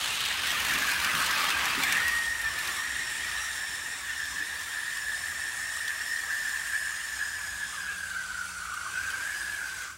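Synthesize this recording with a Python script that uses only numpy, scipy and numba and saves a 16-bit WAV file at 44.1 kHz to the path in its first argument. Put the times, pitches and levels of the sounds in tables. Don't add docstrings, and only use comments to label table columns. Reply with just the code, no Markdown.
import sys
import numpy as np
from scipy import signal
from scipy.io import wavfile
from scipy.ndimage import uniform_filter1d
from numba import njit

SR = 44100
rng = np.random.default_rng(int(sys.argv[2]) if len(sys.argv) > 2 else 0)


def ratio(d):
    e = np.asarray(d, float) / 20
    return 10 ** e


def unload_audio(sound):
    columns = np.transpose(np.atleast_2d(sound))
    steps = np.round(np.clip(columns, -1, 1) * 32767)
    wavfile.write(sys.argv[1], SR, steps.astype(np.int16))


N = 439677
T_S = np.arange(N) / SR


def level(x, db):
    return x * ratio(db) / np.sqrt(np.mean(x ** 2))


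def columns(table):
    s, *rest = np.transpose(table)
    return [np.interp(T_S, s, c) for c in rest]


def bumps(times_s, sizes, widths_s):
    out = np.zeros(N)
    for s, size, width in zip(times_s, sizes, np.broadcast_to(widths_s, len(times_s))):
        span = slice(max(int((s - 4 * width) * SR), 0), int((s + 4 * width) * SR))
        out[span] += size * np.exp(-((T_S[span] - s) / width) ** 2)
    return out


def add(out, s, x):
    i = int(s * SR)
    out[i:i + len(x)] += x[:N - i]


def walk(rate_hz):
    hold = int(SR / rate_hz)
    held = np.repeat(rng.standard_normal(16000)[:N // hold + 1], hold)
    slewed = uniform_filter1d(uniform_filter1d(held, hold), hold)
    return level(slewed[:N], 0)


def sine(hz):
    return np.sin(2 * np.pi * np.cumsum(hz) / SR)


def strand(hz, rate_hz):
    phase = 2 * np.pi * np.cumsum(hz) / SR
    return walk(rate_hz) * np.cos(phase) + walk(rate_hz) * np.sin(phase)


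@njit
def svf(x, hz, width):
    y, b, l = np.empty(len(x)), 0., 0.
    g, k = np.tan(np.pi * hz / SR), width / hz
    for i in range(len(x)):
        v = (b + g * (x[i] - l)) / (1 + g * (g + k))
        b, l, y[i] = 2 * v - b, l + 2 * g * v, k * v
    return y


def band(hz, width_hz):
    once = svf(rng.standard_normal(N), 1. * hz, 1.55 * width_hz)
    return level(svf(once, 1. * hz, 1.55 * width_hz), 0)


# time in seconds, tooth rate in Hz, level in dB.
WHINE = [(0, 1680, -57), (.62, 1754, -49), (.7, 1773, -29.5), (1.16, 1563, -34.5), (1.8, 1690, -44),
         (1.86, 1719, -32), (2.06, 1890, -24.5), (2.38, 1810, -35.5), (2.8, 1835, -35), (4.0, 1780, -37.5),
         (5.3, 1785, -35), (6.1, 1800, -34.5), (7.0, 1750, -37), (7.95, 1610, -36.5), (8.15, 1522, -37),
         (8.7, 1441, -39.5), (9.35, 1667, -34), (9.97, 1520, -39)]
# time in seconds, swell in dB.
GEAR_SURGES = [(.78, -8), (1.56, 7), (1.95, 3), (2.47, 6), (3.64, 4), (4.0, -5), (4.11, 2), (4.2, 3),
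               (4.41, 5), (4.66, -4), (4.76, 6.5), (5.11, 3.5), (5.72, 2.5), (5.9, 7), (6.13, 4), (6.32, 7),
               (6.459, 6), (6.56, 5), (6.74, 7), (6.86, 7), (7.219, 7), (7.32, 4), (7.72, -4), (7.86, 3),
               (8.16, 6), (8.41, 6), (8.98, 3.5), (9.2, 3), (9.63, 3), (9.75, -3)]
SURGE_S, SAG_HZ_PER_DB = .035, 6.5
# turn multiple, level in dB.
STRANDS = [(-4, -15), (-3, -16), (-2, -3), (-1, 0.5), (0, 2), (1, 2), (2, -10.5), (3, -9.5)]
TEETH = 24
# time in seconds, level over the others in dB.
CLEAR_STRAND = [
    (0, -20),
    (1.95, -20),
    (2.03, 8),
    (2.2, 8),
    (2.36, 2),
    (2.6, -6),
    (10, -6),
]
# time in seconds, third overtone level in dB.
REAR_OVERTONES = [(0, -62), (1.6, -58), (1.85, -50), (2.2, -48), (3.4, -45.5), (4.4, -52), (6.0, -47.5),
                  (7.5, -50.5), (7.8, -55.5), (9.97, -56)]
SECOND_DB, SECOND_PEAK_S, SECOND_FALL_DB_PER_S = -46.5, 3.46, 3.5
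HIGH_DB, HIGH_GAIN_DB_PER_S = -3.5, 0.4
OVERTONE_SHARP = 1.012
SLOW_S, SLOW_HALF_S, SLOW_SECOND_DB = 7.7, .14, 15


def gears():
    hz, db = columns(WHINE)
    surge_db = bumps(*np.transpose(GEAR_SURGES), SURGE_S)
    db = db + surge_db + .8 * walk(40)
    hz = (hz - SAG_HZ_PER_DB * surge_db) * (1 + .008 * walk(10))

    spread = np.interp(T_S, [.98, 1.1, 1.45, 1.53], [1, 2.2, 2.2, 1])
    tone = 0
    for turn, strand_db in STRANDS:
        strand_gain = ratio(strand_db + .9 * walk(22))
        tone = tone + strand_gain * strand(hz * (1 + turn * spread / TEETH), 90)
    clear_db = columns(CLEAR_STRAND)[0]
    clear_gain = ratio(clear_db + 2.5 + 2.0 * walk(30))
    tone = level(tone, 0) + clear_gain * sine(hz * (1 + .012 * walk(35)))
    tone = tone / np.sqrt(1 + ratio(2 * clear_db))

    third_db = columns(REAR_OVERTONES)[0]
    high_db = third_db + HIGH_DB + HIGH_GAIN_DB_PER_S * T_S + 1.1 * walk(2.51)
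    second_db = SECOND_DB - SECOND_FALL_DB_PER_S * np.abs(T_S - SECOND_PEAK_S)
    second_db = np.minimum(second_db, third_db + 8)
    second_db = second_db + bumps([SLOW_S], [SLOW_SECOND_DB], SLOW_HALF_S)
    even_hz = OVERTONE_SHARP * uniform_filter1d(hz, size=9000) * (1 + .013 * walk(16))
    upper = ratio(second_db + 1.5 * walk(25)) * strand(2 * even_hz, 800)
    upper = upper + ratio(third_db + 2.2 * walk(20)) * strand(3 * even_hz, 560)
    upper = upper + ratio(high_db) * (strand(4 * even_hz, 750) + ratio(-2.0) * strand(5 * even_hz, 850))

    brush_db = np.interp(T_S, [7, 7.6], [-66, -58]) + 1.3 * walk(12)
    brushes = ratio(brush_db) * strand(np.full(N, 9900.), 1200)
    return tone * ratio(db) + upper + brushes


RATTLE_DB, RATTLE_S = 11.5, .022


def rattles(hz, count=70):
    out, t = np.zeros(N), np.arange(2048) / SR
    for place, detune, size in rng.random((count, 3)):
        swell = np.sin(np.pi * np.minimum(t / (RATTLE_S * (1 + size)), 1))
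        song = np.sin(2 * np.pi * hz * (.94 + .12 * detune) * t)
        add(out, place * N / SR, ratio(RATTLE_DB - 7.4 * size) * swell * song)
    return out


# time in seconds, distance loss in dB, side-on share 0-1.
PATH = [(0, -3, 0.5), (.3, -3.5, 0.1), (.75, 0, 0.8), (1.05, 0.5, 1), (1.38, 1.5, 1), (1.55, .5, 0.31),
        (1.95, 0.5, 0.5), (2.3, -8, 0.5), (2.55, -7, 0.4), (2.69, -3.5, 0.53), (2.8, -8, 0.4),
        (3.2, -8.5, 0.6), (4.05, -12, 0.44), (5.7, -11.5, 0.78), (6.6, -12, 1), (8.75, -15, 0),
        (9.1, -11, 0.56), (9.97, -13.5, 0.56)]
PART_HZ = [800, 2700, 8000, 13000]
# level alongside in dB, share of the distance loss, gain side-on in dB,
# dB per dB of speed.
PARTS = [
    (-45, 0.89, 0.17, 0.34),
    (-35.5, 0.97, -0.55, 0.9),
    (-42.5, 0.21, 2.5, 0.5),
    (-46.5, 0.66, 5.5, 1),
]
# frequency in Hz, level in dB.
ROLL_SHAPE = [(350, -11.5), (600, -6), (800, -1.5), (1100, 2.5), (1600, 4), (2700, 0.5), (3700, -3),
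              (4500, -4.5), (6500, -3), (9300, 0.5), (10500, -4), (13000, -2.5), (15000, -7), (16000, -2.5)]
CRUISE_HZ = 1770
WHEEL_HZ, WHEEL_DB = 22.26, 2.15


def rolling():
    loss_db, side = columns(PATH)
    speed_db = 20 * np.log10(uniform_filter1d(columns(WHINE)[0], size=9000) / CRUISE_HZ)
    parts_db = np.array([db + share * loss_db + side_db * side + pace * speed_db
                         for db, share, side_db, pace in PARTS])
    parts_db = parts_db - 10 * np.log10([[400], [1050], [3400], [4500]])
    parts_db[2:] = uniform_filter1d(parts_db[2:], size=7000, axis=1)
    shape_hz, shape_db = np.transpose(ROLL_SHAPE)

    near = np.interp(T_S, [0, 2.1, 2.8, 10], [1, 0.64, 0.43, 0.4])
    throb_db = WHEEL_DB * np.sin(2 * np.pi * WHEEL_HZ * T_S + walk(1.97)) ** 2 + 1.0 * walk(25)
    grit_db = np.minimum(10.2 * rng.exponential(size=N // 64 + 1), 36)
    grit = uniform_filter1d(ratio(grit_db).repeat(64)[:N], size=40)

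    out, patch = 0, walk(4.6)
    for hz in 400 * 2 ** (np.arange(33) / 6):
        place = np.interp(np.log(hz), np.log(PART_HZ), np.arange(4))
        low = min(int(place), 2)
        db = parts_db[low] + (place - low) * (parts_db[low + 1] - parts_db[low])
        db = db + np.interp(np.log(hz), np.log(shape_hz), shape_db) + 10 * np.log10(0.076 * hz)
        db = db + 8 * (near - .45) * np.exp(-(np.log(hz / 4400) / 0.32) ** 2)
        patch = .4 * patch + .9 * walk(5)
        db = db + min(hz / 4000, 1) * near * throb_db + 0.7 * patch + 1.2 * walk(18)
        rattle_gain = min(1800 / hz, 1) ** .5 * (hz < 11000)
        out = out + (band(hz, 0.16 * hz) + rattle_gain * rattles(hz)) * ratio(db)
    return out * np.sqrt(1 + 0.051 * near * grit)


# time in seconds, peak in dB, half length in seconds, pitch in Hz.
BUZZES = [(.84, -30, 0.072, 1165), (1.159, -33, .08, 1216), (1.438, -30, .06, 1204),
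          (1.621, -30, 0.054, 1174), (2.143, -33, 0.046, 1227), (2.782, -33, 0.068, 1194),
          (3.363, -36, 0.14, 1243), (4.352, -40, 0.072, 1145), (6.6, -47, .15, 1090),
          (7.75, -33, .03, 1221), (7.912, -36, .035, 1310), (8.707, -29.5, 0.089, 1260),
          (8.864, -29, .04, 1206), (9.096, -36, 0.11, 1282), (9.9, -32, 0.056, 1227)]
# time in seconds, pitch in Hz, level in dB.
SHELL = [
    (0, 3100, -40),
    (.25, 3300, -30),
    (.42, 3300, -36.5),
    (.75, 2520, -39),
    (.95, 2800, -48),
    (1.35, 4050, -35),
    (1.65, 2800, -41),
    (2.2, 2800, -63),
    (2.5, 2700, -46),
]
GROWL_DB, GROWL_LOSS = -37.5, 4.5


def chassis():
    times_s, buzz_db, half_s, buzz_hz = np.transpose(BUZZES)
    growl_hz = np.interp(T_S, times_s, buzz_hz)
    growl = ratio(GROWL_DB + GROWL_LOSS * columns(PATH)[0])
    growl_db = 20 * np.log10(growl + bumps(times_s, ratio(buzz_db), half_s))
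    _, last_hz, last_db = SHELL[-1]
    shell_hz, shell_db = columns(SHELL + [(3.2, last_hz, last_db), (3.6, last_hz, -64)])
    shell = strand(.88 * shell_hz, 1500) + strand(1.15 * shell_hz, 1500)
    return ratio(growl_db - 10.0) * strand(growl_hz, 300) + ratio(shell_db - 6) * shell


# frequency in Hz, width in Hz, level in dB.
BOOM = [
    (59.8, 13, 1),
    (81.6, 25, -0.5),
]
# frequency in Hz, width in Hz, level in dB.
DRONE = [
    (131, 50, 2),
    (170.4, 22, -2.5),
    (219, 90, 3),
    (275, 39, 0.5),
    (353, 55, 1),
]
# time in seconds, boom swell in dB, drone swell in dB.
THUDS = [
    (.75, -1, 3.5),
    (1.19, 0, 3.5),
    (1.6, 5.5, .5),
    (1.8, 3, 2.5),
    (2.08, 4, 2),
    (2.47, 10, -2.5),
    (3.44, 5, -5),
    (4.39, -1, 6),
    (5.08, 2, -2),
    (8.63, 1.5, -4),
]
THUD_S = 0.079
BOOM_DB, BOOM_LOSS, DRONE_DB, DRONE_LOSS = -55, 0.2, -51.5, 0.9
RUMBLE_DB, RUMBLE_S, RUMBLE_HALF_S = 2, 9.58, 0.68
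HUM_HZ, HUM_DB, HUM_ON_S, HUM_PEAK_S, HUM_OFF_S, HUM_EDGE_S = 178, -59.5, 7.4, 8.43, 9.1, .12


def boards():
    loss_db = columns(PATH)[0]
    times_s, boom_swell_db, drone_swell_db = np.transpose(THUDS)
    boom_db = BOOM_DB + BOOM_LOSS * loss_db + bumps(times_s, boom_swell_db, THUD_S)
    drone_db = DRONE_DB + DRONE_LOSS * loss_db + bumps(times_s, drone_swell_db, THUD_S)
    drone_db = drone_db + bumps([RUMBLE_S], [RUMBLE_DB], RUMBLE_HALF_S)
    boom = sum(band(hz, width_hz) * ratio(db + 2.3 * walk(3.3)) for hz, width_hz, db in BOOM)
    drone = sum(band(hz, width_hz) * ratio(db + 2.0 * walk(2.46)) for hz, width_hz, db in DRONE)

    hum_db = columns([(HUM_ON_S - HUM_EDGE_S, -90), (HUM_ON_S + HUM_EDGE_S, HUM_DB - 7), (HUM_PEAK_S, HUM_DB),
                      (HUM_OFF_S - HUM_EDGE_S, HUM_DB - 8), (HUM_OFF_S + HUM_EDGE_S, -90)])[0]
    hum_hz = HUM_HZ * (1 + 0.00624 * walk(2.4))
    hum = ratio(hum_db + 1.5 + 0.89 * walk(6)) * sine(hum_hz)
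    return level(boom, 0) * ratio(boom_db) + level(drone, 0) * ratio(drone_db) + hum


def ring(hz, t60_s, db):
    t = np.arange(4096) / SR
    return ratio(db - 60 * t / t60_s) * np.sin(2 * np.pi * hz * t)


# time in seconds, first axle in dB, second axle in dB, ring in Hz.
BOGIES = [(.205, -33, -36, 3150), (.3392, -39, -50, 3160), (.47, -35, -34, 3400), (.602, -33.5, -32, 2420),
          (0.7368, -31, -34, 2400), (0.8688, -39, -32, 2400), (0.9994, -38, -30, 2930),
          (1.262, -32, -31, 2930), (1.589, -42, -42, 2660), (1.655, -30.5, -40, 2390),
          (1.788, -37, -28.5, 3450), (1.9235, -27.5, -36, 2330)]
AXLE_GAP_S = .0468
# time in seconds, level in dB, ring in Hz.
CLICKS = [(1.1515, -36, 3240), (1.4421, -33, 2380), (1.503, -33, 3660), (1.8133, -41, 2920),
          (2.0807, -31.5, 2710), (2.151, -46.5, 2350), (2.4148, -41, 2700), (2.588, -36, 2472),
          (2.6743, -36, 2400), (4.2008, -45, 3180), (4.2539, -45, 3230), (4.6086, -42, 3250),
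          (4.9706, -42, 3330), (5.879, -37.5, 3440), (8.738, -46, 3241), (9.1024, -41, 3134),
          (9.8198, -48, 2513)]
BODY_OVER_TICK_DB = 18
# time in seconds, peak in dB, ring in Hz.
KNOCKS = [
    (0.749, -39, 269),
    (1.142, -38, 156),
    (1.778, -32.5, 275),
    (4.408, -47, 304.5),
]


def joints():
    out, t = np.zeros(N), np.arange(4096) / SR
    axles = [(s + k * AXLE_GAP_S, dbs[k], hz) for s, *dbs, hz in BOGIES for k in range(2)]
    for s, tick_db, hz in axles + CLICKS:
        body_db = tick_db + BODY_OVER_TICK_DB
        grains = rng.standard_normal((2, 4096))
        tick = svf(grains[0], 12000., 9000.) * ratio(tick_db + 5 - 60 * t / .028)
        burst = svf(grains[1], 4000., 5000.) * ratio(body_db - 8 - 60 * t / .05)
        add(out, s, tick + burst + ring(hz, 0.035, body_db - 11.5))
    for s, db, hz in KNOCKS:
        add(out, s, ring(hz, 0.17, db) + ring(1.41 * hz, 0.18, db - 6.5))
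    return out


@njit
def walls(x, lags, gain, damp):
    line, soft, out = np.zeros((8, 4096)), np.zeros(8), np.zeros(len(x))
    for i in range(len(x)):
        total = 0.
        for k in range(8):
            soft[k] += (1 - damp) * (gain[k] * line[k, (i - lags[k]) & 4095] - soft[k])
            total += soft[k]
            out[i] += soft[k] * (1 - 2 * (k % 2))
        for k in range(8):
            line[k, i & 4095] = x[i] + soft[k] - total / 4
    return out


ROOM_T60_S, ROOM_DB, ROOM_DAMP = .3, -6, 0.44


def room(x):
    lags = rng.integers(500, 2400, size=8)
    wet = walls(x, lags, ratio(-60 * lags / SR / ROOM_T60_S), ROOM_DAMP)
    return (x + ratio(ROOM_DB - 9.5) * wet) / np.sqrt(1 + ratio(2 * ROOM_DB))


FADE_FROM_S, FADE_DB_PER_S = 9.84, 84


def scene():
    fade = ratio(-FADE_DB_PER_S * np.maximum(T_S - FADE_FROM_S, 0))
    engine = room(gears() + joints() + chassis()) + rolling()
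    return (engine * fade + boards())[None]


def top_cut(x):
    return signal.sosfilt(signal.butter(12, 16310, fs=SR, output="sos"), x)


MIC_DB, TOP_HZ = -69, 15750


def record(dry):
    hiss = level(np.diff(rng.standard_normal(N + 1)), MIC_DB)
    cut = signal.ellip(10, .1, 50, TOP_HZ, fs=SR, output="sos")
    mix = signal.sosfilt(cut, dry + hiss)
    return top_cut(mix)


dry = scene()
out = record(dry)
unload_audio(out)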